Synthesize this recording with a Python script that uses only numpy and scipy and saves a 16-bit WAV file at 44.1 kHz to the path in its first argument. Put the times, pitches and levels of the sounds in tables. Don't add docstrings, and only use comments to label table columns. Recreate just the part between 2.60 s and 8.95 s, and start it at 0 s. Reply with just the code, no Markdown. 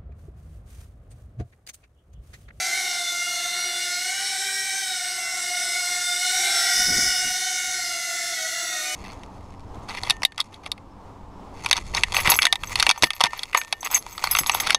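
import sys
import numpy as np
from scipy import signal
from scipy.fft import rfft, irfft, next_fast_len
from scipy.io import wavfile
from scipy.ndimage import uniform_filter1d

SR = 44100
rng = np.random.default_rng(int(sys.argv[2]) if len(sys.argv) > 2 else 0)


def dump(signal):
    limited = np.clip(np.atleast_2d(signal).T, -1, 1)
    pcm = np.round(limited * 32767).astype(np.int16)
    wavfile.write(sys.argv[1], SR, pcm)


N = 280035


def amp(db):
    return np.exp(np.asarray(db) * np.log(10) / 20)


def unit(x):
    return x / np.sqrt(np.mean(x ** 2) + 1e-20)


def along(points, position):
    positions, values = np.transpose(points)
    return np.interp(np.log(position + 1e-9), np.log(positions), values)


def curves(rows):
    times, *columns = np.transpose(rows)
    t = np.arange(N) / SR
    return [np.interp(t, times, column) for column in columns]


def wobble(rate):
    knots = rng.standard_normal(int(N * rate / SR) + 2)
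    knot_position = np.arange(N) * rate / SR
    return unit(np.interp(knot_position, np.arange(len(knots)), knots))


def filtered(x, response):
    size = next_fast_len(N + SR // 2)
    hz = np.fft.rfftfreq(size, 1 / SR)
    return irfft(rfft(x, size) * response(hz), size)[..., :N]


def noise(spectrum):
    return unit(filtered(rng.standard_normal(N), lambda hz: amp(along(spectrum, hz))))


def resonate(x, humps):
    def response(hz):
        return amp(sum(db * np.exp(-((hz - centre) / width) ** 2 / 2) for centre, width, db in humps))
    return filtered(x, response)


# t/s, f/Hz
THROTTLE = [(0, 359), (.2, 371), (.48, 353.6), (.8, 350), (1.05, 358.7), (1.38, 357), (1.52, 375),
            (1.93, 388), (2.2, 386), (2.4, 361.5), (2.65, 363), (2.85, 356.5), (3.05, 360), (3.47, 355.5),
            (3.8, 370.5), (4.35, 367), (5.08, 368), (5.35, 350), (5.7, 350), (5.95, 344), (6.35, 348)]
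# centre t/s, width/s, pitch f/Hz, roll f/Hz, yaw f/Hz
MOVES = [(0.029, 0.1, 17, 4.5, 3.5), (0.319, 0.066, 4.5, 5.5, 5.5), (0.549, 0.077, 0.5, 1.11, 3.5),
         (.76, 0.056, 1, -3, -1), (1.2, .12, -0.37, 2.5, .5), (1.578, 0.097, 6.5, -2, 1),
         (1.981, .12, 2.5, -2.5, -1), (2.65, 0.086, 4.5, 4.5, -3), (2.9, 0.039, -4, 0, -1.35),
         (3.07, 0.071, 5, 0.78, -3), (3.451, .18, -2, -3, 0.07), (3.96, 0.12, 14, 1.7, -0.77),
         (4.249, .05, -4, -1, 0.14), (4.4, .04, 1, 2, -4), (4.93, .18, 0.9, 2.16, -0.13),
         (5.45, .14, 4.5, -0.93, 1.5), (5.82, 0.051, 21, 0.04, 2.5), (6.28, 0.15, 19.5, 6.5, -8.5)]
# pitch f/Hz, roll f/Hz, yaw f/Hz
TRIM_HZ = (5.5, 3.5, 0.1)
MIXER = [(1, 1, 1), (1, -1, -1), (-1, 1, -1), (-1, -1, 1)]


def shaft_speeds():
    t = np.arange(N) / SR
    throttle, = curves(THROTTLE)
    steering = np.zeros((3, N))
    for centre, width, *axes_hz in MOVES:
        steering += np.outer(axes_hz, np.exp(-((t - centre) / width) ** 2 / 2))
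    return throttle + np.array(MIXER) @ (np.array(TRIM_HZ)[:, None] + steering)


# order, relative level/dB
BLADES = [(2, -0.5), (4, 2.5), (6, -1.5), (8, -1), (10, -2), (12, -4.5), (14, 0), (16, -4), (18, -7.5),
          (20, -10.5), (22, -5.5), (24, -10), (30, -20)]
# order, relative level/dB
IMBALANCE = [(1, -16.5), (3, -20.5), (5, -14), (7, -52), (11, -11), (13, -45), (17, -22), (29, -17.5)]
# f/Hz, width/Hz, level/dB
FRAME = [(2083, 16, 4), (2950, 12, 1), (3820, 28, 8), (4135, 120, 4.5), (5510, 120, 1), (5740, 68, 4),
         (8220, 150, 3)]
# f/Hz, relative level/dB per Hz
TURBULENCE = [(200, -25), (600, -15.5), (1000, -17), (1600, -7.5), (2500, -7), (3200, -3.5), (5200, 3),
              (7200, -1), (10000, -4.5), (12500, -6.5), (14200, -22.5), (15700, -19)]
FLUTTER, HUNT_HZ = 0.00128, 0.8
FADE_DB, FADE_DB_PER_ORDER, FADE_MAX_DB = 0.96, 0.6, 4.5


def rotor(shaft_hz, air_db, chop=0.89):
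    unsteady_hz = shaft_hz * (1 + FLUTTER * wobble(200)) + HUNT_HZ * wobble(9)
    angle = 2 * np.pi * np.cumsum(unsteady_hz) / SR
    tones = np.zeros(N)
    for order in range(1, 31):
        depth_db = min(FADE_DB + FADE_DB_PER_ORDER * order, FADE_MAX_DB)
        level_db = along(IMBALANCE if order % 2 else BLADES, order)
        tone = np.sin(order * angle + rng.uniform(0, 2 * np.pi))
        tones += amp(level_db) * unit(amp(depth_db * wobble(6)) * tone)
    hiss = unit(noise(TURBULENCE) * (1 + chop * np.cos(2 * angle)))
    return resonate(tones, FRAME) + amp(air_db) * hiss


# f/Hz, t60/s
ROOM = [(300, 0.21), (2000, 0.87), (10000, 0.24)]


def bedroom(x, wet_db=-6, count=6):
    hz, t, z = signal.stft(rng.standard_normal((count, SR // 3)), SR, nperseg=256)
    decay = amp(-60 * t / along(ROOM, hz)[:, None])
    tails = signal.istft(z * decay, SR, nperseg=256)[1]
    tails = tails / np.linalg.norm(tails[0])
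    echoes = signal.fftconvolve(x[None], tails, axes=1)[:, :N]
    shares = np.array([wobble(5) for _ in range(count)])
    shares = shares / np.linalg.norm(shares, axis=0)
    return x + amp(wet_db) * np.sum(echoes * shares, axis=0)


def lobes(x, depth_db, full_hz=9000):
    hz, t, z = signal.stft(x, SR, nperseg=512)
    field = rng.standard_normal(z.shape)
    for _ in range(2):
        field = uniform_filter1d(field, size=8, axis=0)
        field = uniform_filter1d(field, size=20, axis=1)
    treble = np.minimum(hz / full_hz, 1)[:, None]
    db = unit(field) * treble * np.interp(t * SR, np.arange(N), depth_db)
    return signal.istft(z * amp(db), nperseg=512)[1][:N]


# t/s, approaching/0-1, overhead/0-1, leaving/0-1
POSITION = [(0.9, 0.02, 0, 0.32), (1.9, 0.94, 0.09, 0.05), (3.6, 0.8, 0.03, 0), (3.9, 0.69, 0.05, 0.42),
            (4.2, .05, 0.72, 0.13), (4.45, 0, 0.76, 0.36), (4.65, 0.2, 0.4, 0.4), (4.85, 0, 0.35, 0.96),
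            (5.6, 0, 0.15, 1), (6.35, 0.04, 0.06, 0.96)]
ROTORS = [0.71, 3.5, 0.17, 1.5]
# f/Hz, width/Hz, level/dB
RESONANCES = [(2020, 230, 8), (3650, 180, 4), (4200, 200, 5.5), (5900, 600, 4), (8200, 380, 5),
              (10300, 350, 4), (11200, 350, -3)]
# f/Hz, width/Hz, level/dB at full share
APPROACHING = [(720, 120, 0.5), (3030, 237, -1.5), (4400, 330, -5.5), (8200, 230, 3)]
# f/Hz, width/Hz, level/dB at full share
UNDERSIDE = [(710, 210, -2), (1577, 150, 3), (1938, 66, 16.5), (4070, 190, -26), (5190, 460, 11),
             (12500, 1400, -4)]
# f/Hz, width/Hz, level/dB at full share
LEAVING = [(367, 37, 1.5), (1180, 190, -2.5), (3650, 200, 1), (5300, 1700, -1.5), (6457, 610, 10.5),
           (8280, 180, -3.5), (13600, 990, -1.5)]
# lower edge f/Hz, relative level/dB, approaching shift/dB, overhead shift/dB, leaving shift/dB
REGISTERS = [(0, -10.5, 1.5, 0.5, 1), (1616, -2.5, -1.5, -5.5, -.5), (4790, -6, 0.5, 5.5, .5),
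             (7240, -12.5, 5.5, -0.5, 1.7), (9050, -14.5, 1.3, 1.8, 1.8)]
# t/s, relative level/dB
LOUDNESS = [(0.0, -25), (0.44, -27), (2.09, -27), (2.67, -29), (3.0, -26), (3.55, -25), (3.75, -22.5),
            (4.23, -20), (4.32, -22), (4.37, -20), (4.7, -25), (5.48, -29), (5.52, -28), (6.35, -28.5)]
AIR_DB, AIR_OVERHEAD_DB = 5, 2.5
LOBE_DB, LOBE_OVERHEAD_DB = 0.9, 1.4


def quadcopter(gain_db=0.16):
    approaching, overhead, leaving = sides = np.clip(curves(POSITION), 0, 1)
    air_db = AIR_DB + AIR_OVERHEAD_DB * overhead
    rotors = sum(amp(db) * rotor(hz, air_db) for db, hz in zip(ROTORS, shaft_speeds()))
    sound = resonate(bedroom(rotors), RESONANCES)
    for share, colour in ((approaching, APPROACHING), (overhead, UNDERSIDE), (leaving, LEAVING)):
        sound = (1 - share) * sound + share * resonate(sound, colour)
    sound = lobes(sound, depth_db=LOBE_DB + LOBE_OVERHEAD_DB * overhead)
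    upper_edges = [row[0] for row in REGISTERS[1:]] + [SR / 2]
    levelled = np.zeros(N)
    for (low, db, *shifts_db), high in zip(REGISTERS, upper_edges):
        band = filtered(sound, lambda hz: (hz >= low) & (hz < high))
        slow_rms = np.sqrt(np.abs(uniform_filter1d(band ** 2, size=SR // 5)) + 1e-12)
        levelled += amp(db + np.dot(shifts_db, sides)) * band / slow_rms
    loudness_db, = curves(LOUDNESS)
    return amp(loudness_db + gain_db) * levelled


# f/Hz, level/dB before fading and the rise on leaving
DRIVE = [(7396, -51), (14779, -73)]


def drive(fade_db=3, drift_hz=6, leaving_db=6):
    *_, leaving = curves(POSITION)
    whistle = np.zeros(N)
    for hz, db in DRIVE:
        angle = 2 * np.pi * np.cumsum(hz + drift_hz * wobble(25)) / SR
        whistle += amp(db + fade_db * wobble(10)) * unit(np.sin(angle))
    return amp(leaving_db * leaving) * whistle


# f/Hz, relative level/dB per Hz
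STILL = [(20, -8), (90, -1.5), (140, -5.5), (220, -3.5), (500, -10), (2000, -44), (15000, -45)]


def still_room(level_db=-62.5):
    return amp(level_db) * noise(STILL)


# t/s, peak level/dB before lumps and overlap, t60/s
GUSTS = [(4.195, -42, 0.27), (4.29, -34, 0.22), (4.345, -38, 0.21), (4.39, -34.5, 0.22), (4.45, -45, 0.55),
         (4.655, -44, 0.34), (5.085, -54.5, 0.29), (5.2, -58, 0.42), (5.295, -57, 0.31)]
# f/Hz, relative level/dB per Hz
BUFFET = [(20, -6), (50, -3), (100, -6), (220, -2), (400, -8), (700, -10), (1500, -43)]
GUST_RISE_S = 0.15


def downwash(lump_db=2, corner_hz=170):
    t = np.arange(N) / SR
    gusts = np.zeros(N)
    for peak_s, db, t60 in GUSTS:
        drop = np.maximum((peak_s - t) / GUST_RISE_S, (t - peak_s) / t60)
        gusts += amp(db - 60 * drop)
    air = noise(BUFFET)
    dull = unit(filtered(air, lambda hz: 1 / (1 + (hz / corner_hz) ** 2)))
    flow = gusts / gusts.max()
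    return gusts * amp(lump_db * wobble(40)) * (flow * air + (1 - flow) * dull)


def scene():
    mono = quadcopter() + drive() + still_room() + downwash()
    return np.array([mono, mono])


TOP_HZ = 15720


def record(dry):
    return filtered(dry, lambda hz: hz < TOP_HZ)


dry = scene()
out = record(dry)
dump(out)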